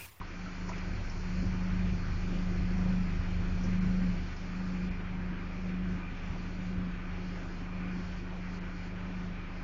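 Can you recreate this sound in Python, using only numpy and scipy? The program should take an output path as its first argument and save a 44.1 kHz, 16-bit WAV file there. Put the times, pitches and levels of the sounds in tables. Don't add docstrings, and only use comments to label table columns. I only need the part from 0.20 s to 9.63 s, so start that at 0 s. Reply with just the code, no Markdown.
import sys
import numpy as np
from scipy import signal
from scipy.fft import rfft, irfft, dct
from scipy.io import wavfile
from scipy.ndimage import uniform_filter1d

SR = 44100
rng = np.random.default_rng(int(sys.argv[2]) if len(sys.argv) > 2 else 0)


def convert_level_to_amplitude(level_db):
    exponent = np.asarray(level_db, float) / 20
    return 10 ** exponent


def file_out(sig):
    cols = np.atleast_2d(sig).T
    lim = np.clip(cols, -1, 1)
    pcm = np.round(lim * 32767).astype(np.int16)
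    wavfile.write(sys.argv[1], SR, pcm)


N = 415863

ORDER_ON_PIPE = 7
SEAM_HZ, CUTOFF_HZ = 4010, 7250


def rms_one(x):
    return x / np.sqrt(np.mean(x ** 2) + 1e-20)


def in_time(rows):
    s, *columns = np.transpose(rows)
    return [np.interp(np.arange(N) / SR, s, column) for column in columns]


def bumps(rows, width_s):
    t = np.arange(0, N, 100) / SR
    level_db = sum(rise_db * np.exp(-((t - s) / width_s) ** 2) for s, rise_db in rows)
    return np.interp(np.arange(N) / SR, t, level_db)


def drift(rate):
    r = np.exp(-80 * np.pi * rate / SR)
    settle = 2000
    noise = rng.standard_normal(N // 40 + settle + 2)
    slow = signal.lfilter([1], [1, -2 * r, r * r], noise)[settle:]
    return np.interp(np.arange(N) / 40, np.arange(len(slow)), rms_one(slow))


def resonate(x, modes):
    out = 0
    for k, (hz, width, level_db) in enumerate(modes):
        r = np.exp(-np.pi * width / SR)
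        a = [1, -2 * r * np.cos(2 * np.pi * hz / SR), r * r]
        b = np.array([1, 0, -1]) * (1 - r * r) / 2
        out = out + (-1) ** k * convert_level_to_amplitude(level_db) * signal.lfilter(b, a, x)
    return out


def coloured(points, patchy_db, count):
    hz, level_db = np.transpose(points)
    grid = np.maximum(np.arange(N // 2 + 1) * SR / N, 1)
    gain_db = np.interp(np.log(grid), np.log(hz), level_db, left=-120, right=-120)
    shaped = rfft(rng.standard_normal(N)) * convert_level_to_amplitude(gain_db)
    place = count * np.log(grid / hz[0]) / np.log(hz[-1] / hz[0])
    total = 0
    for k in range(count + 1):
        band = irfft(shaped * np.clip(1 - abs(place - k), 0, 1), N)
        total = total + band * convert_level_to_amplitude(patchy_db * drift(9))
    return rms_one(total)


def even(x, window_s):
    return x / np.sqrt(uniform_filter1d(x ** 2, int(window_s * SR)) + 1e-9)


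def hunting():
    # (speed is up [s], swell is cut [s], speed lift [Hz], sag after it [Hz], swell [dB])
    surges = [(0.2, 0.71, 2.1, 3.5, 0.5), (1.058, 1.738, 3.32, 3, 2.5), (2.068, 2.229, 3.28, 0.0, -0.3),
              (2.571, 2.83, 4.2, 1.3, 4), (3.51, 3.9, 4.7, 2.0, 5.5), (4.333, 4.673, 3.6, 0.3, 8),
              (4.888, 5.099, 2.47, 0.5, 4.5), (5.432, 5.75, 4.3, 1.7, 7.5), (6.451, 6.671, 3.7, 1.1, 7),
              (6.979, 7.139, 2.18, 1.7, 3.5), (7.541, 7.792, 2.1, 0.0, 6.3), (8.162, 8.393, 1.54, 0.0, 2.8),
              (8.83, 9.101, 2.08, 1, 4.3)]
    # (time [s], loss [dB])
    stumbles = [(.09, 14.5), (.24, -2), (.36, 3), (.6, 3), (.86, 5.5), (1.01, 4), (1.2, -1), (1.96, 4),
                (2.8, -1.5), (2.87, 2), (2.94, -3.5), (3.001, 5.5), (3.33, 3), (4.02, -1.5), (4.15, 8),
                (5.97, 5), (6.2, 0.5), (7.21, 1.5), (8.03, 1), (8.76, 0), (9.28, 5)]
    rest_hz = 178.54
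    rise_s, ease_s, fall_s, recover_s = .209, .077, .079, .425
    lag_s, swell_rise_s, cut_s = .04, .11, .07
    early_share, sag_db_per_hz = .68, 1.85
    t = np.arange(N) / SR
    hz, swell_db = np.full(N, rest_hz), np.zeros(N)
    for up, cut, lift, sag, level_db in surges:
        slowest = cut + fall_s
        speed_times = [up - rise_s, up, cut - ease_s, slowest, slowest + recover_s]
        hz += np.interp(t, speed_times, [0, lift, lift, -sag, 0])
        early, low = up + lag_s, cut + cut_s
        swell_times = [early - swell_rise_s, early, cut, low, low + recover_s]
        swell_levels = [0, early_share * level_db, level_db, -sag_db_per_hz * sag, 0]
        swell_db += np.interp(t, swell_times, swell_levels)
    return uniform_filter1d(hz, size=4400), swell_db - bumps(stumbles, width_s=.058)


def throb(firings, throb_db, orders_db, uneven_db):
    # (order [firing rate], level [dB], lag [cycles])
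    low_orders = [(.5, -22, 0), (1.5, -13, .3), (2, -3, .0), (3, -3, .5), (3.5, -13, .2), (4, -5, .5),
                  (4.5, -16, .7), (6, -15, .1), (8, -16, .6)]
    angle = 2 * np.pi * (firings - .5)
    out = -convert_level_to_amplitude(throb_db + .5 * drift(6.8)) * np.sqrt(2) * np.cos(angle)
    for order, level_db, lag in low_orders:
        wander = .08 * order * drift(5)
        level = convert_level_to_amplitude(orders_db + level_db + uneven_db * drift(8.0))
        out -= level * np.cos(order * angle - 2 * np.pi * lag + wander)
    return out


def pipe_tone(firings, tone_db, rough):
    kick = 1 + .16 * np.cos(2 * np.pi * (firings - .55))
    tone_db = uniform_filter1d(tone_db, size=2200)
    wobble, flutter_db = rough * drift(8), .7 * drift(25)
    tone = np.sin(2 * np.pi * ORDER_ON_PIPE * firings + wobble)
    return convert_level_to_amplitude(tone_db + flutter_db) * np.sqrt(2) * kick * tone


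def puffs(firings, puff_db, sharp):
    # (frequency [Hz], width [Hz], level [dB])
    pipe_modes = [(141.4, 27, -7.5), (207.5, 24, -6), (264, 20, -0.5), (289.6, 24, -5), (325.4, 26, -8),
                  (356.2, 22, -5), (423, 40, -15), (526.6, 28, -13.5)]
    gate = 0.75 + np.exp(sharp * (np.cos(2 * np.pi * (firings - .72)) - 1))
    opening = np.diff((firings - .7 + .01 * drift(12)).astype(int), prepend=0) > 0
    strength = convert_level_to_amplitude(0.93 * rng.standard_normal(N))
    knocks = rms_one(resonate(opening * strength, pipe_modes))
    rush = rms_one(resonate(gate * rng.standard_normal(N), pipe_modes))
    steady = even(convert_level_to_amplitude(-3) * knocks + rush, .2)
    return convert_level_to_amplitude(uniform_filter1d(puff_db, size=4400) - 1.0) * steady


def hiss(firings, body_db, top_db):
    # (frequency [Hz], width [Hz], level [dB])
    bay_modes = [(1208, 90, -10), (1507, 75, -9.5), (2390, 200, -10.5)]
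    # (frequency [Hz], density [dB per Hz])
    body_spectrum = [(160, -24.5), (280, -2), (309, -8.5), (354, -6), (467, -12.5), (528, -12.5),
                     (577, -11.5), (1130, -12.5), (1500, -10.5), (1700, -12.5), (2370, -13.5), (3100, -21),
                     (4000, -28), (5200, -58.5), (8800, -120)]
    # (frequency [Hz], density [dB per Hz])
    top_spectrum = [(4040, 1.5), (4260, 2.5), (5000, -0.5), (5700, -2), (6400, -6), (7000, -7), (7400, -5)]
    ringing = resonate(resonate(rng.standard_normal(N), bay_modes), bay_modes)
    panels = rms_one(ringing) * convert_level_to_amplitude(2.0 * drift(2.5))
    body = coloured(body_spectrum, patchy_db=1.5, count=9) + convert_level_to_amplitude(-10.5) * panels
    beat = 1 + 0.033 * np.cos(2 * np.pi * firings)
    treble = convert_level_to_amplitude(top_db) * coloured(top_spectrum, patchy_db=1.16, count=5)
    return convert_level_to_amplitude(body_db + 1.73) * beat * body + treble


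def ticks():
    # (time [s], peak [dB], frequency [Hz], 60 dB decay [s])
    impacts = [(0.011, -33, 994, 0.03), (0.254, -42, 1280, 0.12), (.489, -36, 980, 0.13),
               (0.489, -41, 2020, 0.055), (.497, -40, 682, 0.086), (.486, -44, 5560, 0.12),
               (.49, -45.5, 6500, 0.055), (.492, -49, 4430, 0.066), (.515, -39, 1203, 0.091),
               (.528, -37, 2180, 0.15), (0.577, -47, 5550, 0.073), (0.895, -42, 5320, 0.1),
               (3.434, -44.5, 5480, 0.11), (4.165, -45, 5042, .1)]
    out, t = np.zeros(N), np.arange(6000) / SR
    for s, peak_db, hz, t60 in impacts:
        burst = rng.standard_normal(len(t)) * convert_level_to_amplitude(-60 * t / t60) * np.minimum(t / .002, 1)
        mode = [(hz, .25 * hz, 0)]
        burst = resonate(resonate(burst, mode), mode)
        start = round(s * SR)
        out[start:start + len(t)] += convert_level_to_amplitude(peak_db) * burst / abs(burst).max()
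    return out


def buffeting(buffet_db):
    # (frequency [Hz], density [dB per Hz])
    jet_spectrum = [(30, -14), (45, -16.5), (75, 3), (105, -6), (135, -1.5), (165, -9), (230, -10.5)]
    # (time [s], peak [dB], frequency [Hz])
    thumps = [
        (.76, -28, 80),
        (1.267, -22, 73),
        (3, -25, 84.85),
        (4.71, -30.5, 74.33),
        (5.03, -35, 89.6),
        (6.108, -31.5, 78.9),
        (6.58, -28.5, 75.15),
        (7.85, -41, 79.94),
    ]
    out = even(coloured(jet_spectrum, patchy_db=4.0, count=4), 0.18)
    out = convert_level_to_amplitude(buffet_db - 10.5) * out
    half = 2000
    t = np.arange(-half, half) / SR
    for s, peak_db, hz in thumps:
        i = round(s * SR)
        pulse = np.exp(-(t / 0.0086) ** 2) * np.cos(2 * np.pi * hz * t)
        out[i - half:i + half] -= convert_level_to_amplitude(peak_db) * pulse
    return out


def thinning():
    # (time [s], length [s], loss [dB])
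    thin_spells = [(4.703, 0.8, 4), (5.538, 0.17, 4.5), (5.803, .2, 4), (6.382, 0.035, 2.5),
                   (6.559, .5, 4.5), (7.455, .12, 5.5), (7.591, 0.17, 5.5), (8.016, 0.34, 4.5),
                   (8.41, 0.17, 4.5), (8.701, .3, 4), (9.08, .33, 4)]
    hold_share, edge_s = 0.53, 0.042
    t = np.arange(N) / SR
    level_db = 0
    for s, length, loss_db in thin_spells:
        times = [s - edge_s, s, s + hold_share * length, s + length]
        level_db = level_db + np.interp(t, times, [0, -loss_db, -loss_db, 0])
    return level_db


def scene():
    # (time [s], firing throb by nearness to the pipe mouth [dB],
    # opening towards the engine bay [dB])
    position = [(0.0, -43, -3), (.3, -45, 1), (.42, -40.5, 0.5), (.9, -38, 1), (1.22, -36.5, 3.5),
                (1.35, -37, 0), (1.65, -34.5, -0.5), (1.76, -37, 1.5), (1.9, -35, 0), (2.65, -33.5, 0.5),
                (3.0, -35, -1), (3.5, -33.5, 0), (3.97, -34.5, -0.5), (4.07, -40.5, -0.5), (5.6, -40.5, -3),
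                (7.3, -41.5, -1.5), (8.1, -42, -1.5), (9.43, -43, -3.5)]
    # (time [s], rise [dB])
    gusts = [(.6, 2), (.77, 9.5), (.93, 5.5), (1.27, 10.5), (1.52, 5), (1.7, 3), (1.82, 5), (1.93, 5.5),
             (2.15, -7.5), (2.4, 4), (2.7, 3.5), (3.0, -1.5), (3.2, -0.5), (3.55, 4.5), (4.69, 6),
             (5.02, 6), (5.72, 6), (6.11, 5), (6.58, 8), (7.8, 7), (8.75, 1.5)]
    # (time [s], rise [dB])
    slugs = [(.2, -4.5), (.36, -4), (1.0, -3.5), (1.22, 5.5), (1.55, -4), (1.8, 3), (2.15, 7), (2.35, 3.5),
             (2.45, 3), (2.68, 3.5), (3.2, 3.5), (3.43, 5), (3.73, 6.5), (4.03, 4), (4.3, 2.5), (4.5, 4.5),
             (4.65, 4.5), (5.15, 9), (5.5, 5.5), (5.72, 5.5), (6.15, 2), (6.33, 4), (6.6, 5), (7.27, 5.5),
             (7.62, 5.5), (7.78, 4), (8.0, -6.5), (8.45, 4.5), (8.55, -5), (8.86, 3)]
    tone_hz, swell_db = hunting()
    throb_db, bay_db = in_time(position)
    nearer_db = throb_db + 40

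    buffet_db = -42 + 0.92 * nearer_db + bumps(gusts, width_s=.07) + 0.6 * drift(2.7)
    puff_db = -51.5 + .52 * nearer_db + .25 * swell_db
    puff_db = puff_db + bumps(slugs, width_s=.06) + 0.06 * drift(2.8)
    body_db = -50 + 0.18 * nearer_db
    top_db = -60.5 + bay_db + thinning()

    firings = 0.3107 + np.cumsum(tone_hz / ORDER_ON_PIPE) / SR
    orders_db = .6 * (throb_db - 1.8) + .4 * buffet_db
    exhaust = throb(firings, throb_db, orders_db, uneven_db=2.8)
    exhaust = exhaust + pipe_tone(firings, throb_db - 1.5 + swell_db, rough=0.28)
    gas = puffs(firings, puff_db, sharp=6.6) + buffeting(buffet_db)
    rush = hiss(firings, body_db, top_db)
    return (exhaust + gas + rush + ticks())[None]


def starve(x, usual_db, coarse_db, lead):
    frame = 2822
    half, count = frame // 2, (N + lead) // frame + 2
    window = np.sin(np.pi * (np.arange(2 * frame) + .5) / (2 * frame))
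    padded = np.pad(x, (lead, (count + 1) * frame - N - lead))
    frames = padded[np.arange(count)[:, None] * frame + np.arange(2 * frame)] * window
    a, b, c, d = np.split(frames, 4, axis=1)
    lines = dct(np.hstack([-c[:, ::-1] - d, a - b[:, ::-1]]), type=4, norm="ortho")
    hz = (np.arange(frame) + .5) * SR / (2 * frame)
    local = np.sqrt(uniform_filter1d(lines ** 2, size=48, axis=1) + 1e-20)
    top_lines = lines[:, (hz > SEAM_HZ) & (hz < CUTOFF_HZ)]
    top_db = 10 * np.log10(np.mean(top_lines ** 2, axis=1, keepdims=True) + 1e-20)
    finer_db = np.interp(hz, [250, 500, 2500, 3600, 7000], [-30, -10, -6, -2, 1])
    step = local * convert_level_to_amplitude(coarse_db + finer_db - .35 * (top_db - usual_db))
    lines = np.sign(lines) * np.floor(abs(lines) / step + .4) * step * (hz < CUTOFF_HZ)
    folded = dct(lines, type=4, norm="ortho")
    u, v = folded[:, :half], folded[:, half:]
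    frames = np.hstack([v, -v[:, ::-1], -u[:, ::-1], -u]) * window
    joined = (frames[1:, :frame] + frames[:-1, frame:]).ravel()
    return joined[lead - frame:lead - frame + N]


def band_limit(x):
    return signal.sosfilt(signal.butter(12, 7200, fs=SR, output="sos"), x)


def record(dry):
    # (time [s], length [s])
    dropouts = [
        (3.6, .016),
        (4.7, .014),
        (8.4, .016),
    ]
    notch = signal.butter(2, [SEAM_HZ - 35, SEAM_HZ + 35], "bandstop", fs=SR, output="sos")
    seamed = signal.sosfilt(notch, dry[0])
    stepped = starve(seamed, usual_db=-53, coarse_db=6.8, lead=4410)
    high = signal.butter(6, SEAM_HZ, "high", fs=SR, output="sos")
    top = signal.sosfiltfilt(high, stepped)
    t = np.arange(N) / SR
    gaps = sum(np.clip((length / 2 - abs(t - s)) / .003, 0, .92) for s, length in dropouts)
    offset = .0009
    return band_limit((stepped - gaps * top)[None] + offset)


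dry = scene()
out = record(dry)
file_out(out)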